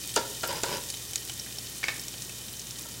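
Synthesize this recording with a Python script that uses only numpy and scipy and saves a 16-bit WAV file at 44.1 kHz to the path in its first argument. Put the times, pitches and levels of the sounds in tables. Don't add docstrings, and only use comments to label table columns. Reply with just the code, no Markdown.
import sys
import numpy as np
from scipy import signal
from scipy.fft import rfft, irfft
from scipy.io import wavfile

SR = 44100
rng = np.random.default_rng(int(sys.argv[2]) if len(sys.argv) > 2 else 0)


def to_wav(s):
    ch = np.atleast_2d(s).T
    pcm = np.round(np.clip(ch, -1, 1) * 32767)
    wavfile.write(sys.argv[1], SR, pcm.astype(np.int16))


N = 132300

# frequency_hz, density_db
RUMBLE_SPECTRUM = [(20, -53), (55, -27), (85, -3), (120, -1.5), (160, -4), (400, -8), (700, -16),
                   (3000, -20), (16000, -53)]
# pitch_hz, level_db
HUM_PARTIALS = [(59.6, -58), (119.6, -55)]
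# frequency_hz, t60_s
ROOM_DECAY = [(100, 0.76), (1000, 0.45), (4000, 0.39), (14000, 0.21)]

# start_s, level_db, pitch_ratio
UTENSIL_IMPACTS = [(1.8305, -10.5, 1.03), (1.8392, -3, 1.25), (1.883, -0.5, 1.0), (1.8895, -9, 0.97)]
# pitch_hz, level_db, t60_s
UTENSIL_MODES = [(1776, 1, .05), (1935, -6, .03), (2230, -4, .022), (2600, -7, .02), (3740, -4, .04)]
# frequency_hz, density_db
CLACK_SPECTRUM = [(100, -13), (400, -5.5), (1200, -6.5), (2200, 2.5), (3200, -8), (5200, -7), (16000, -45)]

# start_s, thud_db, tick_db, ring_db
SPATULA_KNOCKS = [(0.1615, -3, -1, -2.5), (0.1717, -4, -10, -10), (0.433, -7, -13, -13.5),
                  (0.4438, -14, -16.5, -24), (0.6344, -6.5, -6, -14), (2.852, -31, -51, -27)]
# start_s, rise_s, hold_s, release_s, level_db
SPATULA_SCRAPES = [(0.47, 0.021, 0.06, 0.071, -36), (0.631, 0.057, 0.048, 0.069, -34)]
# pitch_hz, t60_s, struck_db, rubbed_db
VESSEL_MODES = [(159, 0.33, -28, -6), (264, 0.029, 2.5, -12), (405, 0.11, -10, -1), (461, 0.11, -3, -4),
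                (545, 0.45, -6.5, -3.5), (827, 0.11, -7, -9), (904, 0.14, -2.5, -2.5),
                (950.5, .17, 1.5, -1.5), (1341, 0.098, 4.5, -9.5), (1438, 0.051, -0.5, -5.5),
                (2840, 0.036, 3, -13), (4850, 0.027, 2, -2)]
# frequency_hz, density_db
THUD_SPECTRUM = [(60, -15), (200, -5.5), (400, 4.5), (900, -2.5), (1130, -10), (1400, 0), (1950, -10),
                 (5000, -8), (12000, -53)]
# frequency_hz, density_db
TICK_SPECTRUM = [(300, -3), (1500, -11), (4000, -3.5), (5200, 1), (7200, 5.5), (9500, -5.5), (16000, -19)]
# frequency_hz, density_db
RUB_SPECTRUM = [(100, -5), (650, -2.5), (950, 6), (1170, -34), (1450, 2), (2800, 3.5), (5000, -1.5),
                (16000, -21)]

# frequency_hz, density_db
SPRAY_SPECTRUM = [(1000, -20), (5000, -5), (10000, 0), (16000, 1)]
# start_s, level_db, bubble_pitch_hz, relative_snap_db
OIL_SPITS = [(0.1422, -21, 8600, -14), (0.4752, -15.5, 12800, -10), (0.77, -24, 6450, -2),
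             (0.902, -23.5, 5100, 9), (0.941, -23.5, 3620, 3.5), (1.134, -22.5, 3340, 2),
             (1.1579, -17.5, 5660, 8), (1.2971, -19, 3040, -2.5), (1.397, -19.5, 5400, -8),
             (1.463, -32.5, 1930, -10), (1.585, -19, 5230, -4), (1.996, -25.5, 5440, 6),
             (2.083, -23.5, 6770, 3.5), (2.14, -26, 3100, -10), (2.2212, -28.5, 8350, 7.5),
             (2.295, -30, 2520, 6), (2.483, -30, 3560, 3.5), (2.5955, -27.5, 6800, 5),
             (2.709, -30, 5680, 6), (2.7865, -27, 6700, 0)]
# frequency_hz, density_db
SNAP_SPECTRUM = [(500, -15), (2000, 2), (3500, 8), (6000, 19.5), (10000, 13.5), (16000, -8)]
# frequency_hz, density_db
SIZZLE_SPECTRUM = [(300, -40), (1000, -20.5), (3200, -6.5), (5600, 1.5), (8500, 0.5), (13500, -5.5),
                   (16000, -5.5)]
# centre_hz, width_hz, gain_db
POT_RESONANCES = [(1864, 153, 13.8), (2450, 97, 9.7), (3050, 170, 11), (3650, 460, 5.7)]

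RUMBLE_DB = -49.5
CLACK_RING_DB, CLACK_NOISE_DB = -23, -21
KNOCK_RING_DB, THUD_DB, TICK_DB, THUD_RISE_S = -23.5, -15.5, -13.5, 0.0019
RUB_NOISE_DB, RUB_RING_DB, SLIPS_PER_S = -7.5, -8.5, 1500
CHATTER_DB, BLADE_DAMPING_HZ, PITCH_WANDER = 2, 22, 0.022
SPRAY_DB, SPRAY_PER_S, PUFF_DB = -51.5, 70, -11
BUBBLE_GAP_S, BUBBLE_FALL_DB, BUBBLE_SCATTER, BUBBLE_T60_CYCLES = 0.0013, 3, 0.07, 24
FIZZ_DB, FLICKER_DB, CRACKLE_DB, CRACKLES_PER_S = -42, 0.6, -44.5, 2200
COOLING_DB_PER_S, POT_ECHO_T60_S = 1.27, 0.03
BAND_LIMIT_HZ = 15950


def amp(db):
    return 10 ** (np.asarray(db) / 20)


def unit_rms(x):
    return x / np.sqrt(np.mean(x ** 2) + 1e-20)


def interpolate(points, hz):
    knots_hz, values = np.transpose(points)
    return np.interp(np.log(hz + 1), np.log(knots_hz + 1), values)


def add(mix, start_s, sound):
    part = mix[max(round(start_s * SR), 0):][:len(sound)]
    part += sound[:len(part)]


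def convolve(x, response):
    return signal.oaconvolve(x, response / np.linalg.norm(response))[:len(x)]


def colour(x, spectrum, resonances=()):
    size = 4096
    hz = abs(np.fft.fftfreq(size, 1 / SR))
    peaks_db = sum(db / (1 + (2 * (hz - centre) / width) ** 2) for centre, width, db in resonances)
    log_gain = np.log(amp(interpolate(spectrum, hz) + peaks_db))
    transfer = np.exp(np.conj(signal.hilbert(log_gain)))
    return convolve(x, np.fft.ifft(transfer).real[:size // 2])


def decay(t60_s):
    return np.exp(-np.log(1000) * np.arange(SR // 2) / SR / max(t60_s, 1e-4))


def ring(modes, pitch_ratio=1):
    t = np.arange(SR // 2) / SR
    return sum((-1) ** k * amp(db) * decay(t60_s) * np.sin(2 * np.pi * hz * pitch_ratio * t)
               for k, (hz, db, t60_s) in enumerate(modes))


def resonate(x, hz, width_hz):
    phasor = np.exp(2j * np.pi * np.cumsum(hz) / SR)
    pole = np.exp(-np.pi * width_hz / SR)
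    envelope = signal.lfilter([1 - pole], [1, -pole], x / phasor + 1e-18)
    return 2 * (phasor * envelope).real / np.sqrt(1 - pole)


def burst(spectrum, t60_s):
    return colour(rng.standard_normal(SR // 2) * decay(t60_s), spectrum)


def drift(cutoff_hz):
    passband = np.fft.rfftfreq(N, 1 / SR) < cutoff_hz
    return unit_rms(irfft(rfft(rng.standard_normal(N)) * passband, N))


def clicks(per_s, spread_db):
    chance, size, sign = rng.random((3, N))
    level_db = spread_db * np.minimum(-np.log(size + 1e-12), 5)
    return (chance < per_s / SR) * amp(level_db) * np.sign(sign - .5)


def in_pot(x, wall_db):
    t = np.arange(SR // 2) / SR
    echoes = rng.standard_normal(SR // 2) * decay(POT_ECHO_T60_S) * (t > .0005)
    return x + amp(wall_db) * convolve(x, echoes)


def in_room(x, wet_db):
    hz, t, noise = signal.stft(rng.standard_normal(SR // 2), SR, nperseg=256)
    envelope = np.exp(-np.log(1000) * t / interpolate(ROOM_DECAY, hz)[:, None]) * (t > .008)
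    tail = signal.istft(noise * envelope, SR)[1]
    return x + amp(wet_db) * convolve(x, tail)


def kitchen():
    t = np.arange(N) / SR
    hum = sum(amp(db) * np.sqrt(2) * np.sin(2 * np.pi * hz * t + .2 * drift(cutoff_hz=4))
              for hz, db in HUM_PARTIALS)
    return hum + amp(RUMBLE_DB) * colour(rng.standard_normal(N), RUMBLE_SPECTRUM)


def utensil():
    out = np.zeros(N)
    for start_s, db, pitch_ratio in UTENSIL_IMPACTS:
        ringing = amp(CLACK_RING_DB) * ring(UTENSIL_MODES, pitch_ratio)
        contact = amp(CLACK_NOISE_DB) * burst(CLACK_SPECTRUM, t60_s=.04)
        add(out, start_s, amp(db) * (ringing + contact))
    return in_room(out, wet_db=-9)


def spatula_knocks():
    out = np.zeros(N)
    body = ring([(hz, db, t60_s) for hz, t60_s, db, _ in VESSEL_MODES])
    onset = 1 - np.exp(-np.arange(SR // 2) / SR / THUD_RISE_S)
    for start_s, thud_db, tick_db, ring_db in SPATULA_KNOCKS:
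        ringing = amp(ring_db + KNOCK_RING_DB) * body
        thud = amp(thud_db + THUD_DB) * burst(THUD_SPECTRUM, t60_s=.069)
        tick = amp(tick_db + TICK_DB) * burst(TICK_SPECTRUM, t60_s=.018)
        add(out, start_s, onset * (ringing + thud) + tick)
    return out


def spatula_scrapes():
    force = sum(amp(db) * np.interp(np.arange(N) / SR, start_s + np.cumsum([0, *spans_s]), [0, 1, 1, 0])
                for start_s, *spans_s, db in SPATULA_SCRAPES)
    slips = unit_rms(clicks(SLIPS_PER_S, spread_db=1.5)) * force
    slips *= amp(CHATTER_DB * drift(cutoff_hz=69))
    pitch_ratio = 1 + PITCH_WANDER * drift(cutoff_hz=18)
    out = amp(RUB_NOISE_DB) * colour(slips, RUB_SPECTRUM)
    for hz, t60_s, _, rubbed_db in VESSEL_MODES:
        width_hz = np.log(1000) / np.pi / t60_s + BLADE_DAMPING_HZ
        out += amp(RUB_RING_DB + rubbed_db) * resonate(slips, hz * pitch_ratio, width_hz)
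    return out


def spray():
    ticks = colour(clicks(SPRAY_PER_S, spread_db=3), SPRAY_SPECTRUM)
    return amp(SPRAY_DB) * unit_rms(in_pot(ticks, wall_db=-10))


def bubbles(hz):
    out = np.zeros(SR // 2)
    for k, detune in enumerate(BUBBLE_SCATTER * rng.uniform(-1, 1, 3)):
        mode = (hz * (1 + detune), -BUBBLE_FALL_DB * k, BUBBLE_T60_CYCLES / hz)
        add(out, BUBBLE_GAP_S * k, ring([mode]))
    return out


def spits():
    out = np.zeros(N)
    crack = colour(signal.unit_impulse(SR // 2), SNAP_SPECTRUM, POT_RESONANCES)
    crack /= abs(crack).max()
    for start_s, db, hz, snap_db in OIL_SPITS:
        puff = amp(PUFF_DB) * burst(SNAP_SPECTRUM, t60_s=.0086)
        add(out, start_s, amp(db) * (amp(-3) * bubbles(hz) + amp(snap_db) * (crack + puff)))
    return in_room(in_pot(out, wall_db=-3.5), wet_db=-22)


def sizzle():
    noise = rng.standard_normal(N) * amp(FLICKER_DB * drift(cutoff_hz=57))
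    fizz = amp(FIZZ_DB) * colour(noise, SIZZLE_SPECTRUM, POT_RESONANCES)
    pops = np.zeros(N)
    pitches_hz = np.geomspace(3000, 14000, num=12)
    for hz in pitches_hz:
        bubble = ring([(hz, 0, 7 / hz)])
        impulses = clicks(CRACKLES_PER_S / len(pitches_hz), spread_db=4.5)
        pops += in_pot(convolve(impulses, bubble), wall_db=-4)
    crackle = amp(CRACKLE_DB) * unit_rms(colour(pops, SIZZLE_SPECTRUM, POT_RESONANCES))
    cooling = amp(-COOLING_DB_PER_S * (np.arange(N) - N / 2) / SR)
    return (fizz + crackle) * cooling


def scene():
    frying = sizzle() + spray() + spits()
    spatula = in_room(spatula_knocks() + spatula_scrapes(), wet_db=-10.5)
    return (frying + spatula + utensil() + kitchen())[None]


def record(dry):
    lowpass = signal.firwin(511, BAND_LIMIT_HZ, window=("kaiser", 9), fs=SR)
    return signal.oaconvolve(dry, lowpass[None], "same")


dry = scene()
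out = record(dry)
to_wav(out)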